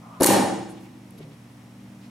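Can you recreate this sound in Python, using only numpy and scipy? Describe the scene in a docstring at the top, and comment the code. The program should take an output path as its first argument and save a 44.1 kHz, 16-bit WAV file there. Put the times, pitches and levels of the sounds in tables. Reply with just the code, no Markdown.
"""A quiet, hard-walled room, the stereo microphone close to a small contactor on a wooden bench.
The contactor pulls in once: the armature thumps and rebounds, the contacts clack and bounce,
and housing, bench and room ring on. A low hum runs underneath throughout, and a hand shifts
the test leads with faint rubs and one soft bump."""
import sys
import numpy as np
from scipy import signal
from scipy.fft import rfft, irfft
from scipy.io import wavfile
from scipy.ndimage import uniform_filter1d

SR = 44100
rng = np.random.default_rng(int(sys.argv[2]) if len(sys.argv) > 2 else 0)


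def wav_record(signal):
    """Record a signal, one row per channel, as 16-bit PCM in the file named by sys.argv[1]."""
    frames = np.transpose(np.atleast_2d(signal))
    bounded = np.clip(frames, -1, 1)
    # unit amplitude maps onto the largest positive 16-bit level
    quanta = np.round(bounded * 32767).astype(np.int16)
    wavfile.write(sys.argv[1], SR, quanta)


N = 92610
TIME, FREQS = np.arange(N) / SR, np.fft.rfftfreq(N, 1 / SR)

# Lines of the low hum: pitch_hz, level_db, share_of_swell
HUM_LINES = [(140.7, -59, .1), (192.7, -52, 1), (240.6, -53, 0.48), (297, -58.5, 0.28)]
# Swell of those lines: time_s, level_db
HUM_SWELL = [(0, 1), (.85, -1.5), (1.08, 4), (1.25, -3), (1.5, -4.5), (1.72, -1.5), (1.83, 4), (2.1, 4)]
# Their slow bend in pitch: time_s, pitch_ratio
HUM_BEND = [(0, 0.91), (.75, 0.89), (.92, 1.043), (1.3, 0.92), (1.45, .97), (1.8, 1), (2.1, 1)]
# Spectrum of the room tone: frequency_hz, level_db
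AIR_COLOUR = [(15, -60.5), (25, -33.5), (92, -13), (108, -15), (195, -10.5), (293, -11), (317, -19),
              (427, -22), (463, -21), (911, -22.5), (1700, -30), (1890, -27), (3080, -32), (4700, -37),
              (5570, -34.5), (6300, -38), (11000, -41), (16000, -50)]
# Rubs of hand and leads: start_s, length_s, level_db, centre_hz, width_octaves
RUBS = [(0.015, 0.25, -48.5, 1120, 0.22), (.0, 0.21, -53.5, 720, 0.26), (0.125, 0.06, -62, 2470, 0.5),
        (0.687, 0.043, -55.5, 9400, 0.22), (0.766, 0.03, -55, 2880, 0.35), (0.797, 0.081, -62, 3960, 1.6),
        (1.1063, 0.004, -51, 10500, .3), (1.107, 0.25, -53, 395, 0.59), (1.174, 0.024, -56.5, 3000, 1.1),
        (1.175, 0.02, -60.5, 11200, 0.055), (1.199, 0.05, -55.5, 2140, 0.72),
        (1.228, 0.0047, -55, 2380, 1.1), (0.844, 0.031, -59, 2400, 0.35), (1.306, .05, -61, 2780, 0.7),
        (2.007, 0.08, -59.5, 2540, 0.94)]
# Contact strikes and bounces: start_s, level_db, chatter_s, mids_db
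CLACKS = [(0.201, -47.5, 0.0027, 13), (0.2074, -34, 0.00089, 9.5), (0.21, -35.5, 0.00209, 13),
          (0.221, -23, .002, 2), (0.227, -29.5, 0.002, 8.5), (0.2309, -12, 0.0004, -3),
          (0.2344, -16, .002, 2), (0.239, -29.5, 0.0015, 8.5), (.243, -13.5, 0.002, 2.5),
          (0.2515, -25.5, 0.006, -0.5), (0.2613, -14, .0036, -13.5), (0.2686, -20, .0008, 7),
          (0.27, -19, 0.0028, -13.5), (0.278, -23, 0.0017, 1)]
# Spectrum of a clack up close: frequency_hz, level_db
CLACK_COLOUR = [(400, -16.5), (1200, -2), (2200, -5), (3300, -11.5), (4500, -6), (6200, -5), (8000, -2),
                (10300, 1), (12000, -5.5), (14000, -8.5), (16000, -28)]
# Armature blows: start_s, level_db, pitch_hz, overtone_db, drive_db (into bench and room)
THUMPS = [(0.2012, -22.5, 322, -14, -17.5), (0.2046, -15.5, 526, -8.5, -17.5), (0.209, -4, 331, -5.5, -6),
          (0.2176, -5.5, 487, -4, -21), (0.2198, -3.5, 311, -8, -23.5), (0.2363, -11, 307, -0.5, -21),
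          (.2372, -16.5, 451.5, -3.5, -28.5), (0.2536, -5, 346, -13.5, -17), (0.2556, -10, 523, -3, 3.5),
          (.2885, -1.5, 316, -23.5, 5.5), (0.3025, -13, 526, 2, -12), (.3085, -8.5, 571, -18.5, -26.5),
          (0.311, -16.5, 283, -17, -28)]
# Light touches of the contacts: start_s, level_db, pitch_hz
TICKS = [(0.206, -21.5, 10740), (.2108, -22.5, 10280), (0.219, -18, 11200), (0.2226, -17, 10880),
         (.2435, -14.5, 10300)]
# Resonances of housing, springs and bench: pitch_hz, level_db, t60_s
MODES = [(198, -23.5, .9), (253, -32, .85), (276, -29.5, .9), (316, -26.5, 1.25), (345, -31, 1.4),
         (438, -32, .7), (559, -28, .7), (597, -32, .7), (783, -27, .85), (803, -24.5, .24),
         (853, -29.5, .7), (914, -28, .6), (1790, -38, .75), (1824, -39, .7), (1846, -39, .5),
         (2379, -42, .5), (4027, -46, .67), (4400, -37, .12), (4716, -46, .6), (5033, -47, .65),
         (5544, -41, .6), (6627, -44, .65), (8140, -41, .36), (8210, -39, .45), (8393, -39, .45),
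         (9090, -35, .25), (10078, -36, .35), (10115, -37, .35)]
# The room's answer to the clacks: frequency_hz, level_db
SPLASH_COLOUR = [(500, -17.5), (1200, 1), (1800, -5.5), (2800, -3), (3600, -7.5), (4600, -8), (5700, -6.5),
                 (8000, -6), (10200, -3.5), (12000, -8), (13700, -8.5), (15000, -17), (16000, -47)]
# The room's answer to the thumps: frequency_hz, level_db
BOOM_COLOUR = [(25, -48.5), (60, -44), (110, -11), (155, -15), (195, -3.5), (230, -8.5), (315, -3),
               (390, -8), (555, -7), (680, -11.5), (800, -1.5), (930, -11.5), (1050, -14.5), (1300, -21.5),
               (1800, -22.5), (2500, -33), (4000, -59)]
# Decay of the room: frequency_hz, t60_s
ROOM_T60 = [(100, 1), (300, 0.82), (800, 0.77), (2000, 0.79), (5000, 0.76), (9000, 0.63), (14000, 0.32)]
# Bench resonances under the soft bump: pitch_hz, level_db, t60_s
BUMP_MODES = [(153, -38, .75), (290, -32, .06), (400, -29.5, .035), (600, -32, .022)]
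# Left-right likeness of room tone and rubs: frequency_hz, correlation
AIR_LIKENESS = [(60, 0.91), (300, 0.94), (550, .68), (850, 0.53), (1600, 0.38), (4000, 0.3), (9000, 0.8)]
# Left-right likeness of the close clacks and ticks: frequency_hz, correlation
DIRECT_LIKENESS = [(1500, .55), (4000, .72), (9000, .9)]
# Left-right likeness of the reverberation: frequency_hz, correlation
ROOM_LIKENESS = [(60, .85), (200, 1), (350, .66), (600, 0.4), (900, 0.7), (1600, .6), (4000, 0.6),
                 (9000, .73)]
# The contactor reaches the right side of the microphone first: frequency_hz, lead_rad
RIGHT_LEAD = [(40, .2), (130, .5), (350, .55), (600, .2), (1500, .2), (5000, .05), (9000, .02)]

MIDS_TOP_HZ = 5150


def amp(db):
    """Decibels to gain."""
    return 10 ** (np.asarray(db) / 20)


def unit(x):
    """Scales to rms 1."""
    return x / np.sqrt(np.mean(x ** 2) + 1e-20)


def curve(points, hz=FREQS):
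    """Reads a table on a log-frequency axis."""
    knots_hz, values = np.transpose(points)
    return np.interp(np.log(hz + 1), np.log(knots_hz + 1), values)


def band(hz, octaves):
    """A bell-shaped spectrum around one pitch."""
    return np.exp(-.5 * (np.log2((FREQS + 1) / hz) / octaves) ** 2)


def noise(spectrum, likeness):
    """Stereo noise with a given spectrum and left-right likeness."""
    mid, side = rfft(rng.standard_normal((2, N)))
    alike = np.clip(curve(likeness), 0, 1)
    pair = np.sqrt(1 + alike) * mid + np.sqrt(1 - alike) * np.array([side, -side])
    return unit(irfft(spectrum * pair, N))


def strike(start, rise_s, t60_s, time=TIME):
    """Envelope of a blow: quick rise, exponential decay."""
    age = np.maximum(time - start, 0)
    return (1 - np.exp(-age / rise_s)) * np.exp(-np.log(1000) * age / t60_s)


def ring(start, hz, rise_s, t60_s):
    """One struck mode."""
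    return strike(start, rise_s, t60_s) * np.sin(2 * np.pi * hz * (TIME - start))


def hum():
    """A steady mains tone under a stack of low lines that swell and waver."""
    mains_hz, mains_db, waver_depth, waver_s = 117.9, -53, 0.01063, 0.068
    bend = np.interp(TIME, *np.transpose(HUM_BEND))
    swell_db = np.interp(TIME, *np.transpose(HUM_SWELL))
    tones = amp(mains_db) * np.sin(2 * np.pi * mains_hz * TIME)
    for hz, db, share in HUM_LINES:
        drift = noise(np.exp(-(FREQS * waver_s) ** 2), AIR_LIKENESS)[0]
        pitch_hz = hz * bend * (1 + waver_depth * drift)
        tones += amp(db + share * swell_db) * np.sin(2 * np.pi * np.cumsum(pitch_hz) / SR)
    return np.sqrt(2) * tones  # the levels are rms


def room_tone():
    """The still air around the microphone: faint, dark noise."""
    return amp(-51) * noise(amp(curve(AIR_COLOUR)), AIR_LIKENESS)


def lead_rubs():
    """A hand shifts the leads; each rub is a band of noise that swells and fades."""
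    out = 0
    for start, length, db, hz, octaves in RUBS:
        progress = np.clip((TIME - start) / length, 0, 1)
        arch = abs(np.sin(np.pi * progress)) ** 0.56
        out += amp(db) * arch * noise(band(hz, octaves), AIR_LIKENESS)
    return out


def metal_resonances():
    """Spectral gain of the many close, narrow resonances of the small metal parts."""
    depth_db, width_hz, full_depth_hz = 4.5, 45, 3500
    bins = int(width_hz * N / SR)
    ripple = uniform_filter1d(rng.standard_normal(len(FREQS)), bins)
    ripple = unit(uniform_filter1d(ripple, bins))
    return amp(depth_db * ripple * np.clip(FREQS / full_depth_hz, 0, 1))


def contact_clacks(metal):
    """Each strike chatters for a moment and stops short; some are fuller in the mids."""
    rise_s, t60_s = 0.000062, 0.015
    crack = noise(amp(curve(CLACK_COLOUR)) * metal, DIRECT_LIKENESS)
    mids = irfft(rfft(crack) / (1 + (FREQS / MIDS_TOP_HZ) ** 8), N)
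    out = 0
    for start, db, chatter_s, mids_db in CLACKS:
        attack = np.clip((TIME - start) / rise_s, 0, 1)
        dying_s = np.maximum(TIME - start - rise_s - chatter_s, 0)
        decay = np.exp(-np.log(1000) * dying_s / t60_s)
        out += amp(db) * attack * decay * (crack + (amp(mids_db) - 1) * mids)
    return out


def armature_thumps():
    """Each blow is a few low cycles with one overtone; the first pull also shoves the bench."""
    rise_s, t60_s, overtone_ratio = 0.00067, 0.027, 1.826
    low_cut_hz, pan_db = 130, 1.35
    thumps = 0
    for start, db, hz, overtone_db, _ in THUMPS:
        overtone = amp(overtone_db) * ring(start, hz * overtone_ratio, rise_s, t60_s)
        thumps += amp(db) * (ring(start, hz, rise_s, t60_s) + overtone)
    thumps = signal.lfilter(*signal.butter(2, low_cut_hz, "highpass", fs=SR), thumps)
    shove = amp(-21) * ring(THUMPS[0][0], hz=60, rise_s=0.022, t60_s=0.083)
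    return (thumps + shove) * amp([[pan_db], [-pan_db]])  # a little louder on the left


def contact_ticks():
    """The contacts touch lightly, each time with a brief, narrow, high ring."""
    out = 0
    for start, db, hz in TICKS:
        envelope = strike(start, rise_s=0.00032, t60_s=0.0077)
        out += amp(db) * envelope * noise(band(hz, octaves=0.082), DIRECT_LIKENESS)
    return out


def housing_ring(armature_blows, contact_blows):
    """Housing, springs and bench ring on: low modes fed by the armature, high ones by the contacts."""
    delay_s, build_s, spread_rad, widest_hz = .012, .028, 0.3, 900
    out = np.zeros((2, N))
    for hz, db, t60 in MODES:
        blows = armature_blows if hz < MIDS_TOP_HZ else contact_blows
        swell = np.sqrt(sum((amp(drive_db) * strike(start + delay_s, build_s, t60)) ** 2
                            for start, drive_db in blows))
        spread = spread_rad * min(hz / widest_hz, widest_hz / hz) ** .5
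        phase = 2 * np.pi * rng.random() + spread * rng.choice([-1, 1]) * np.array([[1], [-1]])
        out += amp(db) * swell / swell.max() * np.sin(2 * np.pi * hz * TIME + phase)
    return out


def reverberation(blows, spectrum, delay_s, build_s):
    """Diffuse sound off the hard walls builds after each blow and dies band by band."""
    frames = dict(fs=SR, nperseg=512, noverlap=384)
    hz, time, wash = signal.stft(noise(spectrum, ROOM_LIKENESS), **frames)
    t60 = curve(ROOM_T60, hz)[:, None]
    power = sum((amp(db) * strike(start + delay_s, build_s, t60, time)) ** 2 for start, db in blows)
    _, tail = signal.istft(wash * np.sqrt(power), **frames)
    return unit(tail[:, :N])


def bench_bump(start_s):
    """The hand's one soft bump sets a few low modes of the bench ringing."""
    return sum(amp(db) * ring(start_s, hz, rise_s=0.002, t60_s=t60) for hz, db, t60 in BUMP_MODES)


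def scene():
    """At the microphone: the contactor up close, the room behind it, the quiet sounds around."""
    metal = metal_resonances()
    armature_blows = [(start, drive_db) for start, *_, drive_db in THUMPS]
    contact_blows = [(start, db) for start, db, *_ in CLACKS]
    boom = reverberation(armature_blows, amp(curve(BOOM_COLOUR)), delay_s=0.034, build_s=0.014)
    splash_spectrum = amp(curve(SPLASH_COLOUR)) * metal
    splash = reverberation(contact_blows, splash_spectrum, delay_s=0.019, build_s=0.016)
    contactor = contact_clacks(metal) + armature_thumps() + contact_ticks()
    contactor += housing_ring(armature_blows, contact_blows) + amp(-30.5) * boom + amp(-36) * splash
    right_first = np.exp(.5j * curve(RIGHT_LEAD) * np.array([[-1], [1]]))
    contactor = irfft(rfft(contactor) * right_first, N)
    return contactor + hum() + room_tone() + lead_rubs() + bench_bump(start_s=1.2025)


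def record(dry):
    """Behind the microphone, peaks are rounded off softly and the very top is cut."""
    ceiling, cutoff_hz = .6, 15950
    rounded = dry / (1 + (dry / ceiling) ** 4) ** .25
    lowpass = signal.firwin(511, cutoff_hz, window=("kaiser", 9), fs=SR)
    return signal.oaconvolve(rounded, lowpass[None], "same")


dry = scene()
out = record(dry)
wav_record(out)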